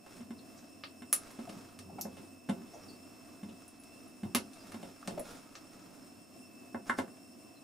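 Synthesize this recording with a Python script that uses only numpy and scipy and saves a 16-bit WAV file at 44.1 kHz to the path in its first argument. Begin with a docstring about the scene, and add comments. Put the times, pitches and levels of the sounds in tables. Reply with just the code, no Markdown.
"""Stereo microphone in a small wooden workshop; plugs are pushed into a stack of battery units.
From the start a fan hums (shaped noise) and power electronics whine (wavering tones and noise bands).
Soon the steel cases thump and ring (decaying sines, struck resonances); a sleeve and cables rub (noise).
Next rubber and plastic squeak (gliding tones), then latches snap (struck resonances).
Late on come three close blows, and the lower whine surges, drops and returns."""
import sys
import numpy as np
from scipy import signal
from scipy.fft import rfft, irfft, next_fast_len
from scipy.io import wavfile
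from scipy.ndimage import uniform_filter1d

SR = 44100
rng = np.random.default_rng(int(sys.argv[2]) if len(sys.argv) > 2 else 0)


def transcribe(u):
    """Save the signal u as a 16-bit wav file named by the first command-line argument.

    u: samples, shape (n,) or (channels, n), limited to [-1, 1]; the rate is SR.
    q: integer samples, one column per channel.
    """
    v = np.clip(np.atleast_2d(u).T, -1, 1)
    q = np.round(v * 32767).astype(np.int16)
    wavfile.write(sys.argv[1], SR, q)


N = 336571  # samples
TAPS = 8192  # length of one struck response, in samples
HZ = np.fft.rfftfreq(TAPS, 1 / SR)
TIME = np.arange(N) / SR

# All levels in the tables are relative: the layers scale or shape them further.
# Fan rush. Each row: frequency in Hz, density in dB per Hz.
FAN_RUSH = [(18, -60), (30, -43), (54, -38), (92, -3), (140, -13), (227, -3), (278, -0.5), (343, -5),
            (500, -19), (650, -41), (1100, -120)]
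# Thin hiss of the fan. Each row: frequency in Hz, density in dB per Hz.
FAN_HISS = [(300, -27), (480, -0.5), (570, 1), (700, 6.5), (860, -10), (1050, -2.5), (1500, -11),
            (2100, -12.5), (3800, -17), (6000, -15.5), (9000, -15), (12000, -22.5), (14300, -15.5)]
# Restless bands of the electronics. Each row: centre in Hz, width in Hz, level in dB.
WHINE_BANDS = [(2687, 63, -72.5), (5355, 230, -70.5), (7120, 170, -80.5), (8140, 280, -74),
               (9560, 180, -74), (13800, 95, -97), (15100, 440, -84)]
# Tones of the electronics, low then high. Each row: mean pitch in Hz, level in dB.
WHINE_TONES = [(2614, -70), (5328, -70.5)]
# Course of the lower tone. Each row: time in seconds, level change in dB.
LOW_TONE_LEVEL = [(0, 0), (2, 2.5), (4.5, 2), (5.3, -1), (6.4, -3.5), (6.55, 6), (6.78, 6), (7, -12),
                  (7.63, 2)]
# Arm movements that brush the sleeve along. Each row: middle in seconds, length in seconds, level in dB.
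BRUSHES = [(.14, 0.23, -55.5), (.6, 0.33, -61), (1.26, 0.33, -55.5), (1.52, 0.57, -56), (2.16, 0.29, -59),
           (2.74, 0.42, -60), (3.7, 2.4, -63.5), (4.73, 0.65, -56.5), (5.32, 0.21, -50.5),
           (5.45, 2.1, -59.5), (6.88, 0.052, -49), (6.99, 0.048, -45.5)]
# Colour of the cloth. Each row: frequency in Hz, density in dB per Hz.
CLOTH_COLOUR = [(200, 5), (600, 6.5), (1300, 3), (3000, -5), (7000, -6), (11000, -10), (16000, -21)]
# Blows on the cases. Each row: contact in seconds, thump level in dB, thump pitch in Hz,
# panel level in dB, clank level in dB, edge level in dB.
KNOCKS = [(0.062, -64, 290, -52, -53, -60), (0.204, -39.5, 236, -73, -57, -59),
          (0.305, -36, 230.3, -54, -48.5, -55.5), (1.02, -41, 245, -61, -47, -53.5),
          (1.388, -36.5, 232, -45, -50.5, -56), (1.491, -44, 192, -46, -63, -51),
          (2.051, -37, 212, -39, -49, -66), (2.168, -56, 265, -51, -54.5, -54.5),
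          (2.488, -33, 256, -43, -39.5, -48.5), (2.494, -25.5, 201, -35, -37.5, -41.5),
          (2.614, -42.5, 232, -64, -55, -68), (3.431, -36.5, 204, -53, -51.5, -56),
          (3.487, -41.5, 226, -52.5, -72, -58), (4.232, -30.5, 209, -53, -47.5, -52.5),
          (4.349, -26.5, 240, -34.5, -29, -29.5), (4.742, -38, 228, -47, -46.5, -52),
          (4.828, -44.5, 191, -43.5, -52, -50), (5.077, -34.5, 189.4, -37.5, -41.5, -62),
          (5.106, -46, 238, -46, -53, -51), (6.744, -34, 236.7, -37.5, -35.5, -57),
          (6.895, -34.5, 239.4, -38.5, -18, -39), (6.985, -28.5, 259, -31, -28, -39.5)]
# Sway of the whole cabinet. Each row: multiple of the thump pitch, level in dB, rise time in seconds.
CABINET_SWAY = [(1, -0.5, 0.0089), (.88, -21.5, 0.037), (1.16, -12.5, 0.013), (1.6, -14, 0.0062)]
# Ringing of the steel cases. Each row: pitch in Hz, width in Hz, level in dB over the broad response.
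CASE_MODES = [(374, 27, 13), (427, 22, 6), (520, 35, 8), (564, 48, 4), (705, 50, 14), (794, 108, 11),
              (892, 36, 7), (967, 43, 8), (1076, 36, 11), (1315, 73, 5), (1360, 24, 8.5), (1584, 64, 9),
              (2090, 100, 8), (2810, 72, 11), (3110, 104, 13), (1488, 34, 13), (1735, 44, 9), (1962, 28, 9),
              (3630, 110, 12)]
# Pulls that drag a cable over the cases. Each row: middle in seconds, length in seconds, level in dB.
PULLS = [(.18, .1, -56.5), (1.54, 0.31, -52), (1.95, 0.44, -51), (2.18, .14, -51.5), (2.9, 0.19, -51),
         (4.25, 0.046, -40.5), (4.77, 0.31, -52.5), (5.135, 0.18, -46), (5.88, 0.37, -58)]
# Colour of the dragged cables. Each row: frequency in Hz, density in dB per Hz.
DRAG_COLOUR = [(40, -62), (90, 3.5), (135, -6), (200, 5.5), (270, 3.5), (350, -9.5), (700, -27),
               (1200, -24.5), (2000, -72), (4000, -40)]
# Rubber and plastic slipping. 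Each row: start in seconds, level in dB, middle pitch in Hz,
# length in seconds, pitch unsteadiness as a share.
SQUEAKS = [(0.376, -62, 4280, 0.03, 0.084), (.569, -58, 6200, 0.029, 0.18), (1.47, -45.5, 674, 0.018, .1),
           (1.895, -47, 697, 0.015, 0.09), (1.981, -40, 683, 0.018, 0.26), (2.167, -66, 2900, 0.023, 0.038),
           (2.722, -51.5, 658, 0.063, 0.19), (2.724, -61, 5960, 0.041, 0.076),
           (2.815, -61, 5400, 0.041, .04), (2.876, -54.5, 4570, 0.041, 0.023),
           (3.491, -60.5, 3100, 0.021, 0.12), (3.794, -56, 10000, .017, .023),
           (4.075, -61, 9800, 0.018, 0.036), (4.585, -61, 4870, 0.046, 0.04),
           (5.027, -42.5, 1240, 0.005, .03), (5.106, -44, 360.3, 0.069, .03),
           (5.174, -32.5, 647, 0.0145, 0.092), (5.193, -33.5, 586, .01, 0.051),
           (7.543, -68.5, 4090, 0.061, 0.0098)]
# Plastic clicks. Each row: start in seconds, latch ring level in dB, latch pitch in Hz,
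# shell level in dB, shell pitch in Hz, plug body level in dB.
SNAPS = [(0.8365, -72, 9300, -34, 3060, -39), (1.1276, -4.5, 10350, -29.5, 2950, -30.5),
         (1.4957, -41, 9300, -46.5, 3200, -49), (1.575, -54, 9610, -60, 3200, -74),
         (1.7892, -36.5, 8900, -45, 3200, -50.5), (2.011, -21, 12150, -34, 5850, -68),
         (3.6797, -36.5, 9400, -66, 3200, -67), (3.836, -41.5, 9200, -58, 3200, -64),
         (4.348, -12.5, 10760, -23, 2830, -27.5), (4.7198, -40, 9390, -48, 3200, -45),
         (5.0746, -29, 8500, -35.5, 2800, -40), (5.195, -28.5, 10300, -62, 3200, -53),
         (5.5534, -58, 9500, -47, 6360, -45.5)]
# Ringing of a plug. Each row: pitch in Hz, width in Hz, level in dB over the broad response.
PLUG_MODES = [(1270, 79, 10.5), (1660, 51, -31), (2132, 55, 1), (2650, 220, -7.5), (3230, 110, -19),
              (5550, 1560, 0.5)]
# Nearby surfaces. Each row: delay in seconds, gain as a factor.
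ECHOES = [(.0007, 0.15), (.0018, 0.2), (.0034, 0.37), (.0093, .2), (0.0124, 0.25)]
# Decay of the room. Each row: frequency in Hz, time to fall 60 dB in seconds.
ROOM_DECAY = [(100, 0.043), (260, 0.27), (700, 0.17), (1800, 0.14), (5000, 0.16), (10000, 0.14),
              (15000, 0.084)]
# Stereo width. Each row: frequency in Hz, left-right likeness from 0 to 1.
LIKENESS = [(30, 0.12), (120, 0.43), (260, 0.78), (600, 0.34), (1500, 0.15), (5000, 0.67), (15000, 0.5)]

AIR_DB, HISS_TOP_HZ = -57, 15000
WHINE_SWELL_DB = 1.2  # rms rise and fall of each tone
SLEEVE_REST_DB = -84  # the sleeve never keeps quite still
BOOM_DB = -27  # deep boom of the cases against the thump
SCATTER_HZ = 2530  # here a blow takes half of its full detours through the panels
SHAKE_DB, SHAKE_RISE_S = -21, 0.038  # cables after a blow: level against the thump, time to widest swing
RUBBER_HZ = 610  # slips pitched above this are stiffer and sag less
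EDGE_HZ = 15700  # upper band edge of the recorder


def amp(db):
    """Decibels to gain."""
    return 10 ** (np.asarray(db) / 20)


def unit(x):
    """Scales to rms 1."""
    return x / np.sqrt(np.mean(x ** 2) + 1e-20)


def read(points, hz):
    """Reads a table on a log-frequency axis."""
    f, value = np.transpose(points)
    return np.interp(np.log(hz + 1), np.log(f + 1), value)


def add(mix, s, sound):
    """Lays a sound into the mix at time s."""
    part = mix[max(round(s * SR), 0):][:len(sound)]
    part += sound[:len(part)]


def peak(f, hz, width):
    """Gain of a resonance: 1 at its centre, a half at the edges of its width."""
    return 1 / (1 + (2 * (f - hz) / width) ** 2)


def ringing(modes):
    """Gain of a body whose modes stand out of a flat response."""
    return 1 + sum(amp(db) * peak(HZ, hz, width) for hz, width, db in modes)


def strike(gain, lag):
    """Causal impulse response with the given gain; each frequency arrives lag seconds late."""
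    both_sides = np.r_[gain, gain[-2:0:-1]]
    log_gain = np.log(np.maximum(both_sides, 1e-5))
    response = np.exp(np.conj(signal.hilbert(log_gain)))[:len(HZ)]  # minimum phase
    cycles = np.cumsum(lag * np.ones(len(HZ))) * HZ[1]
    return irfft(response * np.exp(-2j * np.pi * cycles))


def noise(gain):
    """Noise of rms 1 with the given gain over frequency."""
    size = next_fast_len(N)
    white = rfft(rng.standard_normal(size))
    colour = np.interp(np.fft.rfftfreq(size, 1 / SR), HZ, gain)
    return unit(irfft(white * colour, size)[:N])


def drift(hz):
    """Slow random motion of rms 1, with hz new targets per second."""
    targets = rng.standard_normal(2000)
    return unit(uniform_filter1d(np.interp(TIME * hz, np.arange(2000), targets), 200))


def swell(t, rise):
    """Grows to 1 in the rise time, then dies away."""
    u = np.maximum(t, 0) / rise
    return u * np.exp(1 - u)


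def strokes(rows):
    """Power of sliding movements: each speeds up and slows down in one smooth arch."""
    power = 0
    for s, length, db in rows:
        arch = np.cos(np.pi * np.clip((TIME - s) / length, -.5, .5))
        power = power + (amp(db) * arch) ** 2
    return power


def spread(a, b):
    """Two unrelated signals become a left-right pair, as alike as the table says at each frequency."""
    same = np.clip(read(LIKENESS, np.fft.rfftfreq(len(a), 1 / SR)), 0, 1)
    mid = irfft(rfft(a) * np.sqrt((1 + same) / 2), len(a))
    side = irfft(rfft(b) * np.sqrt((1 - same) / 2), len(a))
    return np.array([mid + side, mid - side])


def fan(hiss_db=-61.5, hum_db=-59.5, hum_hz=268, hum_width_hz=90, rumble_db=-3.0, gust_db=1):
    """Moving air: a low rush, a duct resonance and thin hiss, drifting in level together."""
    rush = amp(read(FAN_RUSH, HZ) - np.maximum(HZ - 450, 0) / 10)  # steeper fall above 450 Hz
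    hum = peak(HZ, hum_hz, hum_width_hz)
    hiss = amp(read(FAN_HISS, HZ)) * (HZ < HISS_TOP_HZ)
    layers = [(AIR_DB + rumble_db, rush), (hum_db, hum), (hiss_db, hiss)]
    air = [sum(amp(db) * noise(gain) for db, gain in layers) for _ in range(2)]
    return spread(*air) * amp(gust_db * drift(9.9))


def whine(flutter_db=1.9, waver=0.001856):
    """Switching electronics sing two wavering tones amid narrow, restless bands."""
    gain = sum(amp(db) * unit(peak(HZ, hz, width)) for hz, width, db in WHINE_BANDS)
    level = np.sqrt(np.mean(gain ** 2))
    bands = level * spread(noise(gain), noise(gain)) * amp(flutter_db * drift(22))
    tones = []
    for hz, db in WHINE_TONES:
        phase = 2 * np.pi * np.cumsum(hz * (1 + waver * drift(30))) / SR
        tones.append(amp(db + WHINE_SWELL_DB * drift(7)) * np.sin(phase))
    low, high = tones
    return bands + low * amp(np.interp(TIME, *np.transpose(LOW_TONE_LEVEL))) + high


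def rustle(grain_db=3, level_db=-4.5, ticks_per_s=70, tick_db=-8):
    """Cloth slides unevenly as the arm moves, and cable sheaths tick against each other."""
    motion = np.sqrt(strokes(BRUSHES) + amp(SLEEVE_REST_DB) ** 2)
    colour = amp(read(CLOTH_COLOUR, HZ))
    cloth = unit(noise(colour) * amp(grain_db * drift(180)))
    catches = (rng.random(N) < ticks_per_s / SR) * rng.standard_normal(N)
    tick = strike(colour * ringing(PLUG_MODES), 0)
    ticks = unit(signal.oaconvolve(catches, tick)[:N])
    return amp(level_db) * motion * (cloth + amp(tick_db) * ticks)


def thumps(lead=0.0017):
    """The whole cabinet takes up the push, lead seconds ahead of the hard contact, then lets it go."""
    out, t = np.zeros(N), np.arange(TAPS) / SR
    for s, db, hz, *_ in KNOCKS:
        for multiple, mode_db, rise in CABINET_SWAY:
            sway = swell(t, rise) * np.sin(2 * np.pi * multiple * hz * t)
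            add(out, s - lead, amp(db + mode_db) * sway)
    return out


def clanks(travel=0.002334, scatter=.0014):
    """Each blow rings the modes of the steel cases, with its own balance from boom to edge."""
    out = np.zeros(N)
    lag = travel * np.sqrt(1000 / (HZ + 150))  # bending waves carry the treble faster than the bass
    for s, thump_db, _, panel_db, clank_db, edge_db in KNOCKS:
        detour = scatter * np.interp(HZ, np.linspace(0, SR / 2, 160), rng.exponential(size=160))
        late = lag + detour * HZ / (HZ + SCATTER_HZ)
        boom_db = thump_db + BOOM_DB
        # spectrum points: (Hz, dB)
        boom = [(30, boom_db - 1), (90, boom_db + 55), (140, boom_db + 25)]
        panel = [(350, panel_db + 28), (700, panel_db + 28.0)]
        clank = [(1150, clank_db + 18.5), (1900, clank_db + 20.0)]
        edge = [(2500, edge_db + 23), (3400, edge_db + 18), (5500, edge_db + 16.5),
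                (11000, edge_db + 17.5), (15000, edge_db - 19)]
        blow = amp(read(boom + panel + clank + edge, HZ))
        add(out, s, strike(blow * ringing(CASE_MODES), late))
    return out


def drag(grain_db=3, level_db=-3):
    """Stiff cables catch and slide when pulled or shaken by a blow, and the cases mutter with them."""
    shaking = sum((amp(db + SHAKE_DB) * swell(TIME - s, SHAKE_RISE_S)) ** 2 for s, db, *_ in KNOCKS)
    motion = np.sqrt(strokes(PULLS) + shaking)
    sliding = noise(amp(read(DRAG_COLOUR, HZ)) * ringing(CASE_MODES))
    return amp(level_db) * motion * unit(sliding * amp(grain_db * drift(70)))


def squeaks(rough=0.36, sag=0.17):
    """Short stick-slip tones of unsteady pitch and grip; low ones sag most as the rubber lets go."""
    out = np.zeros(N)
    for s, db, hz, length, waver in SQUEAKS:
        size = max(int(length * SR), 64)
        pitch, grip = uniform_filter1d(rng.standard_normal((2, TAPS)), size=50)[:, :size]
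        glide = sag * min(RUBBER_HZ / hz, 1) * np.linspace(1, -1, size)
        tone = np.sin(2 * np.pi * np.cumsum(hz * (1 + glide + waver * unit(pitch))) / SR)
        add(out, s, amp(db) * signal.windows.tukey(size, .8) * (1 + rough * unit(grip)) * tone)
    return out


def snaps(ring_db=14, ring_width_hz=1800, shell_width_hz=1900, travel=0.000993, scatter=0.00027):
    """A latch springs home in a tight cluster: its tongue rings over the plastic shell and plug body."""
    out = np.zeros(N)
    for s, latch_db, hz, shell_db, shell_hz, body_db in SNAPS:
        # spectrum points: (Hz, dB)
        body = [(100, body_db + 2), (500, body_db + 21), (1800, body_db + 25.5)]
        shell = [(shell_hz, shell_db + 20.5), (shell_hz + shell_width_hz, shell_db + 16.5)]
        latch = [(8500, latch_db), (12500, latch_db), (15500, latch_db - 5)]
        click = amp(read(sorted(body + shell + latch), HZ)) * ringing(PLUG_MODES)
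        tongue = amp(latch_db + ring_db) * peak(HZ, hz, ring_width_hz)
        lag = travel + scatter * np.interp(HZ, np.linspace(0, SR / 2, 24), rng.standard_normal(24))
        add(out, s, strike(click + tongue, lag))
    return out


def nearby(x):
    """First reflections from the cabinet front, the walls and the floor."""
    out = x.copy()
    for delay, gain in ECHOES:
        add(out, delay, gain * x)
    return out


def room(x, wet_db, build=0.00073):
    """A small wooden room: dense reflections that build up fast and die quickly, slowest near 260 Hz."""
    size = SR // 2
    taps = rng.standard_normal((2, size)) * (rng.random((2, size)) < .2)
    hz, t, z = signal.stft(taps, SR, nperseg=256)
    decay = amp(-60 * t / read(ROOM_DECAY, hz)[:, None])
    tails = signal.istft(z * decay, SR, nperseg=256)[1][:, :size]
    tails = tails * (1 - np.exp(-np.arange(size) / SR / build))
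    tails = spread(*tails / np.linalg.norm(tails, axis=1, keepdims=True))
    return x + amp(wet_db) * signal.oaconvolve(x[None], tails, axes=1)[:, :N]


def scene():
    """Handling sounds in the room over the steady machines, all leaning slightly to the right."""
    machines = fan() + whine()
    friction = room(rustle() + drag() + squeaks(), wet_db=-2.0)
    cases = room(thumps(), wet_db=-15.5) + room(nearby(clanks()), wet_db=1.5)
    plugs = room(nearby(snaps()), wet_db=1.0)
    return (machines + friction + cases + plugs) * amp([[-.3], [.3]])


def record(dry):
    """The recorder's band limit: a steep low-pass."""
    low_pass = signal.firwin(401, EDGE_HZ, window=("kaiser", 8), fs=SR)
    return signal.oaconvolve(dry, low_pass[None], "same")


dry = scene()
out = record(dry)
transcribe(out)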